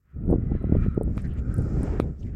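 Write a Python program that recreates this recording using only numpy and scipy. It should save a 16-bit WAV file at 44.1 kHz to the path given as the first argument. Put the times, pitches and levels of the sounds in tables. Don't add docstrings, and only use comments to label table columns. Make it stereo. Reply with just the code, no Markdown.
import sys
import numpy as np
from scipy import signal
from scipy.fft import rfft, irfft, next_fast_len
from scipy.io import wavfile
from scipy.ndimage import uniform_filter1d

SR = 44100
rng = np.random.default_rng(int(sys.argv[2]) if len(sys.argv) > 2 else 0)


def output_pcm(signal):
    pcm = np.clip(np.atleast_2d(signal).T, -1, 1) * 32767
    wavfile.write(sys.argv[1], SR, np.round(pcm).astype(np.int16))


N = 103635
TIME_S = np.arange(N) / SR
EDDIES_PER_S = 45

# frequency in Hz, relative density in dB.
FLUTTER_SPECTRUM = [(120, -17), (230, -2.5), (288, 3.5), (330, 0), (400, 1), (550, -9), (750, -16),
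                    (1000, -26.5), (1500, -44.5), (3000, -70), (6000, -82.5)]
# frequency in Hz, relative density in dB.
SIFT_SPECTRUM = [(2000, -13), (5000, -5), (7200, -1), (10000, -6), (13000, 2), (16000, 0)]


def undb(db):
    return 10 ** (np.asarray(db) / 20)


def unit(x):
    return x / np.sqrt(np.mean(x ** 2) + 1e-30)


def curve(table, column):
    rows = np.array(table)
    return np.interp(TIME_S, rows[:, 0], rows[:, column])


def swell(centre_s, sigma_s):
    return np.exp(-.5 * ((TIME_S - centre_s) / sigma_s) ** 2)


def walk(rate_hz):
    hold = max(int(SR / rate_hz), 2)
    steps = rng.standard_normal(N)[np.arange(N) // hold]
    return unit(uniform_filter1d(uniform_filter1d(steps, hold), hold))


def response(spectrum, size):
    hz, db = np.array(spectrum).T
    bin_hz = np.arange(size // 2 + 1) * SR / size + 1
    return undb(np.interp(np.log(bin_hz), np.log(hz), db))


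def noise(spectrum):
    size = next_fast_len(N, True)
    return unit(irfft(rfft(rng.standard_normal(size)) * response(spectrum, size), size)[:N])


def resonance(hz, width_hz):
    size = next_fast_len(N, True)
    bin_hz = np.arange(size // 2 + 1) * SR / size + 1
    gain = 1 / (1 + (.64 * (bin_hz - hz * hz / bin_hz) / width_hz) ** 2)
    return unit(irfft(rfft(rng.standard_normal(size)) * gain, size)[:N])


def steady(x, span_s):
    return x / np.sqrt(uniform_filter1d(x ** 2, max(int(span_s * SR), 2)) + 1e-9)


def ring(spectrum, size=1024):
    cepstrum = irfft(np.log(response(spectrum, size)))
    cepstrum[1:size // 2] *= 2
    cepstrum[size // 2 + 1:] = 0
    impulse = irfft(np.exp(rfft(cepstrum)))
    return impulse / np.abs(impulse).max()


def strikes(table):
    impulses = np.zeros(N)
    for at_s, db in table:
        impulses[int(at_s * SR) % N] += undb(db)
    return impulses


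def thump(centre_s, peak_db, hz, roundness=9.1):
    phase = 2 * np.pi * hz * (TIME_S - centre_s)
    pulse = -phase * (1 + phase ** 2 / roundness) ** (-roundness / 2 - 1)
    return undb(peak_db) * pulse / pulse.max()


def engine(hz=68.4, level_db=-41.5, rise_s=.15):
    phase = 2 * np.pi * np.cumsum(hz * (1 + .012 * walk(8.17))) / SR
    fade_in = np.clip(TIME_S / rise_s, 0, 1) ** 4
    return unit(np.sin(phase)) * undb(level_db + 2 * walk(9.5)) * fade_in


def howl():
    # time in s, level in dB.
    levels = [(0, -100), (.1, -69.5), (.3, -60.5), (.55, -60), (.72, -52.5), (.85, -48), (.93, -49.5),
              (1.06, -60.5), (1.2, -74), (1.4, -56.5), (1.52, -50.5), (1.66, -50.5), (1.9, -55), (2.1, -67),
              (2.35, -85)]
    # centre in Hz, width in Hz, relative level in dB.
    modes = [(1297, 110, 2), (1417, 57, -1.5), (1857, 70, -9), (2120, 110, -16.5), (2387, 110, -14.5)]
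    # centre in s, sigma in s, level in dB, pitch in Hz.
    whistles = [(0.604, 0.14, -60.5, 2010), (0.59, 0.053, -61, 1065), (0.608, .045, -73, 3950),
                (.83, 0.037, -58.5, 2376), (0.883, 0.041, -71, 3890), (1.551, 0.078, -54, 1533),
                (1.702, .14, -75, 4970)]
    song = unit(sum(undb(db) * resonance(hz, width_hz) for hz, width_hz, db in modes))
    song *= undb(curve(levels, 1))
    for centre_s, sigma_s, db, hz in whistles:
        song += undb(db) * swell(centre_s, sigma_s) * resonance(hz, width_hz=.028 * hz)
    return song


def air():
    # time in s, rush in dB, hiss in dB, both before the port gains.
    levels = [(0, -78, -90), (.1, -71.5, -89), (.25, -59.5, -84), (.5, -58, -75), (.57, -52, -79.5),
              (.76, -53, -74.5), (.83, -49, -65), (.93, -55.5, -74.5), (1.06, -59, -75.5),
              (1.13, -57, -68.5), (1.19, -47.5, -59), (1.33, -50.5, -73.5), (1.43, -59, -71.5),
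              (1.53, -52, -61.5), (1.7, -50, -58), (1.86, -51, -55), (1.98, -42.5, -61.5),
              (2.06, -56.5, -67.5), (2.16, -62, -75.5), (2.27, -62.5, -66.5), (2.35, -54.5, -78)]
    # frequency in Hz, relative density in dB.
    rush_spectrum = [(200, -20.5), (500, -7), (900, -12.5), (1150, -5.5), (1400, -8), (1700, -4.5),
                     (2200, -10.5), (3000, -18), (5000, -35), (9000, -65.5)]
    hiss_spectrum = [(800, -16.5), (2000, -9), (3500, -7), (4300, -2), (5200, 4), (6200, 0), (7400, 4.5),
                     (8400, -4), (10000, -23), (11500, -20.5), (13000, -13), (16000, -20)]
    ports = []
    for rush_gain_db, hiss_gain_db in [(-13.5, -16), (-4.5, -2)]:
        rush = noise(rush_spectrum) * undb(curve(levels, 1) + rush_gain_db + 3.9 * walk(24.28))
        hiss = noise(hiss_spectrum) * undb(curve(levels, 2) + hiss_gain_db + .5 * walk(120))
        sift = noise(SIFT_SPECTRUM) * undb(-88 + 1.5 * walk(400))
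        ports.append(rush + hiss + sift)
    return np.array(ports)


def snow(fine_per_s=160, fine_db=-64, tick_gain_db=7.5, right_db=-27.5):
    # time in s, peak in dB before tick_gain_db, tilt above 9 kHz in dB per half octave.
    grains = [(0.2597, -62.5, -2), (.3092, -48.5, -0.5), (0.6284, -58.5, 1), (0.9476, -56.5, 0),
              (1.0335, -37.5, 0.5), (1.1707, -48.5, 0), (1.2203, -48, -8), (1.2765, -56, -1),
              (1.3379, -55.5, 7), (1.5427, -35.5, 0.5), (1.5673, -49, 5), (1.5828, -39.5, -11),
              (1.6212, -47.5, -1.5), (1.8322, -35.5, -7), (1.9995, -53, 0)]
    # frequency in Hz, relative density in dB.
    tick_spectrum = [(1000, -38), (4800, -21), (6800, -25.5), (8000, -3), (9000, 4.5), (10000, -1),
                     (11500, -10), (12700, -7.5), (16000, -25)]
    fine = (rng.random((2, N)) < fine_per_s / SR) * rng.standard_normal((2, N)) * undb(fine_db)
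    prickle = signal.oaconvolve(fine, ring(SIFT_SPECTRUM)[None], axes=1)[:, :N]
    ticks = np.zeros(N)
    for at_s, peak_db, tilt_db in grains:
        tilted = [(hz, db + tilt_db * 2 * max(np.log2(hz / 9000), 0)) for hz, db in tick_spectrum]
        ticks += signal.oaconvolve(strikes([(at_s, peak_db + tick_gain_db)]), ring(tilted))[:N]
    return np.array([ticks, ticks * undb(right_db)]) + prickle


def hand_rubs(left_db=-8.5):
    # centre in s, sigma in s, level in dB, centre in Hz, width / centre frequency.
    slides = [(1.2, .008, -53, 1900, .5), (1.253, .006, -62, 4500, .4), (1.256, .011, -47, 1750, .14),
              (1.315, .016, -61, 2900, .18), (1.385, .014, -57, 2200, .4), (1.39, .014, -66, 7000, .15),
              (1.858, .014, -63, 6200, .3), (2.203, .006, -62, 5900, .12), (2.215, .025, -69, 4200, .6),
              (2.23, .004, -59, 2900, .15), (2.275, .022, -63, 1950, .3)]
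    rubs = sum(resonance(hz, hz * width_ratio) * undb(db) * swell(centre_s, sigma_s)
               for centre_s, sigma_s, db, hz, width_ratio in slides)
    rubs *= undb(2 * walk(300))
    return np.array([rubs * undb(left_db), rubs])


def case_clicks(ring_db=-33.5, decay_s=.013, right_db=-32):
    # time in s, peak in dB.
    hits = [(1.1789, -20), (1.189, -50), (1.339, -40), (2.0001, -10)]
    # frequency in Hz, relative density in dB.
    click_spectrum = [(150, -13.5), (500, 2), (850, 0), (1250, 6), (1700, -8.5), (2300, -3.5), (3000, -15),
                      (3600, -13.5), (5000, -21.5), (7000, -31.5), (9000, -22.5), (16000, -37)]
    # centre in Hz, width in Hz, relative level in dB.
    modes = [(2300, 350, 2.5), (3600, 460, -1.5), (9400, 1600, -12), (12500, 2500, -18)]
    clicks = np.convolve(strikes(hits), ring(click_spectrum))[:N]
    decay = sum(undb(db + ring_db) * (TIME_S > at_s) * np.exp(-np.abs(TIME_S - at_s) / decay_s)
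                for at_s, db in hits)
    ringing = decay * sum(undb(db) * resonance(hz, width_hz) for hz, width_hz, db in modes)
    knock = thump(centre_s=2.0005, peak_db=-4, hz=262)
    left = clicks + ringing + knock
    return np.array([left, left * undb(right_db)])


def roar(level_db=-41.5):
    envelope = swell(centre_s=1.885, sigma_s=.066) * undb(level_db + 1.45 * walk(EDDIES_PER_S))
    return resonance(hz=780, width_hz=370) * envelope


def turbulence():
    # time in s, rumble in dB, flutter in dB.
    left_flow = [(0, -66, -87), (.11, -56.5, -81), (.17, -38, -69), (.22, -25.5, -58), (.3, -15, -27.5),
                 (.35, -19, -31), (.42, -25.5, -46.5), (.59, -25, -48), (.8, -15, -42.5), (.93, -30, -53.5),
                 (1.14, -22, -40), (1.23, -27, -49.5), (1.41, -28, -52), (1.6, -19, -55),
                 (1.68, -27.5, -47), (1.78, -20.5, -57), (1.95, -25, -64), (2.1, -30.5, -72),
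                 (2.17, -58, -64), (2.35, -50, -65)]
    right_flow = [(0, -73, -88), (.12, -60, -80), (.165, -30.5, -50.5), (.23, -26.5, -46.5),
                  (.33, -15.5, -24.5), (.38, -26, -45.5), (.5, -21, -39.5), (.59, -27.5, -71),
                  (.77, -27.5, -66), (.83, -21.5, -40.5), (.9, -35, -72), (1.04, -45.5, -69),
                  (1.18, -26, -42), (1.42, -28.5, -44), (1.65, -23, -33), (1.85, -21.5, -27.5),
                  (2.0, -26.5, -32), (2.11, -24.5, -37.5), (2.16, -39, -50.5), (2.25, -26, -45.5),
                  (2.35, -26, -49.5)]
    # frequency in Hz, relative density in dB.
    rumble_spectrum = [(10, -33.5), (25, 1.5), (70, 4), (125, -1), (200, -5.5), (300, -16.5), (450, -31.5),
                       (800, -59), (1600, -80)]
    ports = []
    for flow in (left_flow, right_flow):
        eddies = walk(EDDIES_PER_S)
        rumble = steady(noise(rumble_spectrum), span_s=.06) * undb(curve(flow, 1) + 3 * eddies)
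        flutter = noise(FLUTTER_SPECTRUM) * undb(curve(flow, 2) + 2.5 * eddies)
        ports.append(rumble + flutter)
    return np.array(ports)


def buffets(wake_gain_db=-.5):
    # time in s, peak in dB, centre in Hz, wake in dB before its gain, port (0 left, 1 right).
    eddies = [(.238, -18.5, 119.4, -47, 0), (.281, -11.5, 170, -35, 0), (0.292, -7.5, 133.4, -36.5, 0),
              (0.3028, -7, 240, -29.5, 0), (.314, -12, 250, -30.5, 0), (.329, -5, 221.6, -28, 0),
              (.331, -11.5, 240, -18, 1), (0.3393, -7, 160, -23, 0), (0.3592, -8.5, 192, -34, 0),
              (.385, -10.5, 140, -49, 0), (.44, -18, 170, -45, 0), (.503, -40, 191, -35.5, 0),
              (.519, -10.5, 134, -23, 0), (.552, -13, 207, -39, 0), (0.618, -22.5, 215.6, -30, 0),
              (.643, -13, 240, -32, 0), (.671, -17, 145, -43.5, 1), (0.697, -12, 176, -32.5, 0),
              (0.7248, -3, 162.8, -19.5, 0), (0.753, -7.5, 242, -20.5, 0), (.763, -16, 166, -43, 1),
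              (0.768, -6.5, 140, -33.5, 0), (.83, -17.5, 126, -57, 1), (.864, -14, 210, -34, 0),
              (0.885, -7.5, 110, -51, 0), (0.978, -4.5, 204.4, -23, 0), (1.0123, -9, 291, -31.5, 0),
              (1.021, -31, 264.7, -27, 0), (1.079, -19.5, 250, -38.5, 0), (1.172, -15, 142, -27.5, 0),
              (1.254, -15.5, 100, -38.5, 1), (1.589, -17.5, 167, -34, 0), (1.607, -17.5, 130, -35, 0),
              (1.809, -16, 231, -49, 1), (1.839, -19, 178, -44, 0), (1.88, -18.5, 250, -26.5, 1)]
    thumps, wakes = np.zeros((2, N)), np.zeros((2, N))
    for at_s, peak_db, hz, wake_db, port in eddies:
        thumps[port] += thump(at_s, peak_db, hz)
        wakes[port] += undb(wake_db + wake_gain_db) * swell(at_s, sigma_s=.0056)
    ragged = np.array([steady(noise(FLUTTER_SPECTRUM), span_s=.021) for _ in range(2)])
    return thumps + wakes * ragged


def scene():
    wind = turbulence() + np.array([undb(-6.5) * howl(), howl() + roar()])
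    return wind + buffets() + air() + snow() + case_clicks() + hand_rubs() + engine()


def record(dry):
    # frequency in Hz, microphone gain in dB.
    microphone = [(550, 0.5), (720, -0.5), (900, 0), (1080, -0.5), (1250, 2), (1900, -0.5), (2350, 0.5),
                  (3000, -1.5), (3550, -1.5), (4400, -0.5)]
    low_hz, top_hz = 15, 16300
    size = next_fast_len(2 * N, True)
    x = irfft(rfft(dry, size) * response(microphone, size), size)[:, :N]
    x = signal.sosfilt(signal.butter(1, low_hz, "high", fs=SR, output="sos"), x)
    return signal.sosfilt(signal.ellip(8, .2, 70, top_hz, fs=SR, output="sos"), x)


dry = scene()
out = record(dry)
output_pcm(out)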